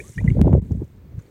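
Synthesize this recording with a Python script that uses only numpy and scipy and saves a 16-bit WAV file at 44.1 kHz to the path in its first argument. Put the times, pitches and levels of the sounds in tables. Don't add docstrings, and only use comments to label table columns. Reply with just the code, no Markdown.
import sys
import numpy as np
from scipy.fft import rfft, irfft, next_fast_len
from scipy.io import wavfile
from scipy.ndimage import uniform_filter1d, map_coordinates

SR = 44100
rng = np.random.default_rng(int(sys.argv[2]) if len(sys.argv) > 2 else 0)


def wav_out(sig):
    wavfile.write(sys.argv[1], SR, np.round(np.clip(np.atleast_2d(sig).T, -1, 1) * 32767).astype(np.int16))


N = 57330
TIME = np.arange(N) / SR


# time of the crest in seconds, level in dB, pitch in Hz.
LOW_THUMPS = [(.101, -32, 110), (.236, -13.5, 76.4), (.250, -5.5, 162), (.284, -5.5, 133),
              (0.319, -7.5, 135), (0.384, -3.5, 123), (0.4166, -1, 179), (.519, -6, 132.4),
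              (0.5387, -2, 118.6), (.591, -21.5, 161), (0.629, -18.5, 160), (0.7112, -14.5, 219),
              (.723, -11.5, 102), (.754, -17, 164), (0.83, -24, 132), (1.148, -33, 91), (1.184, -20, 121)]
def thumps():
    return tone_pulses([(s, db, hz, 0.52) for s, db, hz in LOW_THUMPS], rise_share=0.86)


# time in seconds, level in dB.
RUMBLE_LEVEL = [(0, -42), (.15, -53.5), (.175, -24.5), (.22, -26), (.245, -23), (.32, -17.5), (.34, -24.5),
                (.385, -14.5), (.46, -13), (.5, -17.5), (.53, -11.5), (.592, -15), (.61, -28), (.68, -36.5),
                (.73, -25.5), (.79, -26), (.835, -31.5), (.878, -48.5), (1.12, -42.5), (1.16, -35.5),
                (1.195, -38.5), (1.235, -54), (1.3, -58)]
# frequency in Hz, gain in dB.
RUMBLE_SPECTRUM = [(22, -36), (36, -21.5), (58, 3), (85, 1.5), (135, -2), (200, -10), (270, -12.5),
                   (400, -30), (700, -66.5), (1500, -96)]
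def rumble():
    return level(RUMBLE_LEVEL) * even(noise(RUMBLE_SPECTRUM), size=900)


# crest in seconds, level in dB, pitch in Hz, decay in cycles.
GLUG_POCKETS = [(.356, -28.5, 480, 1.3), (.370, -19, 490, 0.71), (.393, -25.5, 617, 0.72),
                (.415, -19.5, 520, 0.3), (.446, -21, 586, 0.56), (.457, -20, 570, 0.5),
                (.4755, -19, 636, 1.6), (.4805, -14.5, 695, 0.63), (.496, -20, 520, 0.86),
                (.5305, -15, 556, 0.34), (.5518, -8.5, 426, 0.45), (.567, -27.5, 530, 1.65),
                (.578, -17.5, 450, 0.88), (.710, -37, 690, 0.77), (.7505, -42, 560, 1.5),
                (.8205, -18.5, 348, 0.88)]
def glugs():
    return tone_pulses(GLUG_POCKETS, rise_share=0.71)


# time in seconds, level in dB.
GURGLE_LEVEL = [(0, -41), (.03, -55), (.1, -51.5), (.148, -71), (.18, -48), (.25, -37), (.34, -47),
                (.365, -34.5), (.41, -22.5), (.435, -39), (.476, -17.5), (.505, -36), (.54, -22.5),
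                (.582, -38.5), (.61, -40), (.69, -59.5), (.715, -37), (.785, -57.5), (.82, -36.5),
                (.86, -62), (1.3, -55)]
# frequency in Hz, gain in dB.
GURGLE_SPECTRUM = [(150, -20.5), (280, 6), (400, 6.5), (560, -3), (720, -12.5), (950, -15.5), (1150, -29.5),
                   (1600, -33.5), (2200, -52), (3500, -47), (5000, -79.5)]
def gurgle():
    swarm = bubble_swarm(per_second=420, hz=482, spread=0.5, cycles=1.7, scatter_db=4.5)
    churn = noise(GURGLE_SPECTRUM) + amp(-4) * unit(coloured(swarm, GURGLE_SPECTRUM))
    churn *= flutter(per_second=130, depth_db=5.5)
    return level(GURGLE_LEVEL) * even(churn, size=700)


# start in seconds, level in dB, pitch in Hz,
# time to fall 60 dB in seconds, pitch rise in Hz per second.
PLINK_BUBBLES = [(.001, -23.5, 2240, 0.024, 22100), (.001, -25.5, 1790, 0.013, 9000),
                 (.001, -31.5, 324.5, 0.066, 9070), (0.039, -52.5, 1088, 0.15, 4100),
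                 (.062, -70, 1780, 0.05, 3000), (0.151, -45.5, 2870, 0.017, 5000),
                 (0.161, -42.5, 5790, 0.021, 9000), (.179, -22, 1758, 0.03, 13500),
                 (.179, -27.5, 2290, 0.018, 5000), (.184, -22.5, 1870, 0.039, 9300),
                 (.186, -38, 2990, 0.01, 3000), (.201, -35, 2300, 0.025, 16000),
                 (.262, -42, 2830, 0.012, 9000), (0.2774, -17, 2013, 0.029, 1500),
                 (0.302, -20.5, 2160, .011, 5000), (0.301, -32, 2800, 0.014, 5000),
                 (1.196, -51, 6100, 0.018, 5000), (1.22, -49, 7000, 0.014, 5000),
                 (1.264, -50, 4400, 0.011, 40000)]
def plinks():
    attack_s, roundness = 0.0022, 1.198
    out = np.zeros(N)
    for start, db, hz, t60, rise in PLINK_BUBBLES:
        t = np.clip(TIME - start, 0, 2 * t60)
        envelope = amp(db - 60 * (t / t60) ** roundness) * (1 - np.exp(-t / attack_s))
        out += envelope * np.sin(2 * np.pi * (hz + rise * t / 2) * t)
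    return out


# frequency in Hz, gain in dB.
CLICK_SPECTRUM = [(300, -15), (1200, -6), (2500, -4.5), (5000, -8), (10000, -7), (15000, -8)]
def click():
    start_s, decay_s = 0.415, 0.00017
    t = (np.arange(N) - round(start_s * SR)) / SR
    return coloured(amp(-7.5) * np.exp(-np.abs(t) / decay_s) * (t >= 0), CLICK_SPECTRUM)


# start in seconds, level before filtering in dB, time to fall 60 dB in seconds.
TICK_BURSTS = [(.1795, -31, 0.015), (.2422, -22.5, .006), (.2785, -31, 0.008), (.303, -27.5, .008),
               (.3165, -33, 0.015), (.3695, -32.5, 0.0029), (.4625, -32, 0.0029), (.471, -37, .005),
               (.4795, -31, .006), (.5095, -36, .003), (.5303, -20.5, .003), (.5385, -24.5, .003),
               (.5507, -28, .003), (.6165, -36, 0.0066)]
# frequency in Hz, gain in dB.
TICK_SPECTRUM = [(300, -13), (1000, 0.5), (2200, -5), (3600, -15.5), (4800, -33), (7500, -17), (15000, -37)]
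def ticks():
    return noise_bursts(TICK_BURSTS, TICK_SPECTRUM)


# start in seconds, level before filtering in dB, time to fall 60 dB in seconds.
SPLASH_BURSTS = [(.18, -41, 0.027), (1.191, -48, .06)]
# frequency in Hz, gain in dB.
SPLASH_SPECTRUM = [(600, -7), (1400, 11), (2400, -2), (4500, -15), (6500, -2), (10000, -24), (15000, -21.5)]
def splashes():
    return noise_bursts(SPLASH_BURSTS, SPLASH_SPECTRUM)


# start in seconds, level before filtering in dB, time to fall 60 dB in seconds.
SPIT_BURSTS = [(.279, -60, 0.018), (.342, -56, 0.014), (.719, -48.5, 0.025), (.843, -59.5, .03),
               (1.196, -60, .015)]
# frequency in Hz, gain in dB.
SPIT_SPECTRUM = [(2000, 0), (4500, -5), (6500, 8), (9000, -11), (13000, -9), (15800, -9.5)]
def spits():
    return noise_bursts(SPIT_BURSTS, SPIT_SPECTRUM)


# time in seconds, level in dB.
FIZZ_LEVEL = [(0, -50.5), (.03, -55), (.08, -52.5), (.15, -56), (.22, -61.5), (.3, -64.5), (.4, -68),
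              (.55, -72.5), (.72, -71), (.85, -74), (1.0, -80), (1.14, -79.5), (1.21, -71.5), (1.3, -74.5)]
# frequency in Hz, gain in dB.
FIZZ_SPECTRUM = [(2000, -24), (3600, -9), (4900, -14.5), (6300, -2.5), (8700, -3.5), (10700, -9.5),
                 (13000, -14.5), (15800, -26)]
def fizz():
    pops = bubble_swarm(per_second=380, hz=8400, spread=0.34, cycles=33, scatter_db=6.5)
    foam = noise(FIZZ_SPECTRUM) + amp(-4.5) * unit(coloured(pops, FIZZ_SPECTRUM))
    return level(FIZZ_LEVEL) * unit(foam)


# time in seconds, level in dB.
BUBBLING_LEVEL = [(0, -61.5), (.15, -64.5), (.31, -60.5), (.39, -62), (.56, -67.5), (.63, -70), (.8, -75.5),
                  (.9, -77), (1.16, -75.5), (1.2, -70.5), (1.3, -71)]
# frequency in Hz, gain in dB.
BUBBLING_SPECTRUM = [(900, -23), (1500, -5), (2150, 0.5), (2800, -12.5), (3600, -3.5), (4600, -3),
                     (8000, -40)]
def bubbling():
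    beads = bubble_swarm(per_second=1600, hz=2580, spread=0.3, cycles=9.4, scatter_db=2.0)
    return level(BUBBLING_LEVEL) * unit(coloured(beads, BUBBLING_SPECTRUM))


# frequency in Hz, gain in dB.
SEA_SPECTRUM = [(30, 8.5), (120, 11.5), (350, -4.5), (600, -10), (900, -8.5), (2200, -15), (3000, -19.5),
                (5000, -23.5), (10000, -35), (15800, -20)]
def background():
    whine = unit(np.sin(2 * np.pi * 15000 * TIME))
    return amp(-56) * noise(SEA_SPECTRUM) + amp(-79.5) * whine


def tone_pulses(rows, rise_share):
    glide = 0.033
    out = np.zeros(N)
    for crest, db, hz, decay_cycles in rows:
        turns = np.clip((TIME - crest) * hz, -10, 10)
        width = np.where(turns < 0, rise_share * decay_cycles, decay_cycles)
        envelope = amp(db) * np.exp(-.5 * (turns / width) ** 2)
        out -= envelope * np.sin(2 * np.pi * turns * (1 + glide * turns / 2))
    return out


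def bubble_swarm(per_second, hz, spread, cycles, scatter_db):
    when, size, u, v = rng.random((int(per_second * N / SR), 4)).T
    pitch = hz * np.exp(spread * np.sqrt(-2 * np.log(1 - u)) * np.cos(2 * np.pi * v))
    age = np.arange(int(2 * cycles * SR / hz))
    turns = np.minimum(pitch, SR / 2)[:, None] * age / SR
    rings = np.sin(2 * np.pi * turns) * amp(-60 * turns / cycles) * (1 - np.exp(-2 * turns))
    rings *= amp(-scatter_db * np.log(1 - 0.96 * size))[:, None]
    samples = (when * N).astype(int)[:, None] + age
    return unit(np.bincount(samples.ravel(), rings.ravel(), N)[:N])


def noise_bursts(rows, spectrum):
    out = np.zeros(N)
    for start, db, t60 in rows:
        t = TIME - start
        out += amp(db - 60 * np.abs(t) / t60) * (t >= 0) * rng.standard_normal(N)
    return coloured(out, spectrum)


def flutter(per_second, depth_db):
    knots = rng.standard_normal(int(N * per_second / SR) + 4)
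    return amp(depth_db * map_coordinates(knots, [TIME * per_second]))


def even(x, size):
    power = uniform_filter1d(uniform_filter1d(x ** 2, size), size)
    return unit(x / np.sqrt(np.abs(power) + 1e-9))


def noise(spectrum):
    return unit(coloured(rng.standard_normal(N), spectrum))


def coloured(x, spectrum):
    freqs, db = np.transpose(spectrum)
    return filtered(x, lambda hz: amp(np.interp(np.log(hz + 1), np.log(freqs), db)))


def filtered(x, response):
    size = next_fast_len(N + 8192)
    return irfft(rfft(x, size) * response(np.fft.rfftfreq(size, 1 / SR)), size)[:N]


def level(rows):
    return amp(np.interp(TIME, *np.transpose(rows)))


def unit(x):
    return x / np.sqrt(np.mean(x ** 2) + 1e-20)


def amp(db):
    return 10 ** (np.asarray(db) / 20)


def scene():
    low_sounds = thumps() + rumble() + glugs() + gurgle()
    surface = plinks() + click() + ticks() + fizz() + bubbling() + spits() + splashes()
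    return (low_sounds + surface + background())[None]


# centre in seconds, half length in seconds, depth in dB.
LEVEL_DIPS = [(0.237, .004, 33), (0.608, 0.0081, 31.5)]
def record(dry):
    crossover_hz, top_hz = 120, 15900
    bass = filtered(dry[0], lambda hz: 1 / (1 + (hz / crossover_hz) ** 6))
    dip_db = sum(db * np.exp(-((TIME - centre) / half) ** 4) for centre, half, db in LEVEL_DIPS)
    dipped = bass + amp(-dip_db) * (dry[0] - bass)
    return filtered(dipped, lambda hz: hz < top_hz)[None]


dry = scene()
out = record(dry)
wav_out(out)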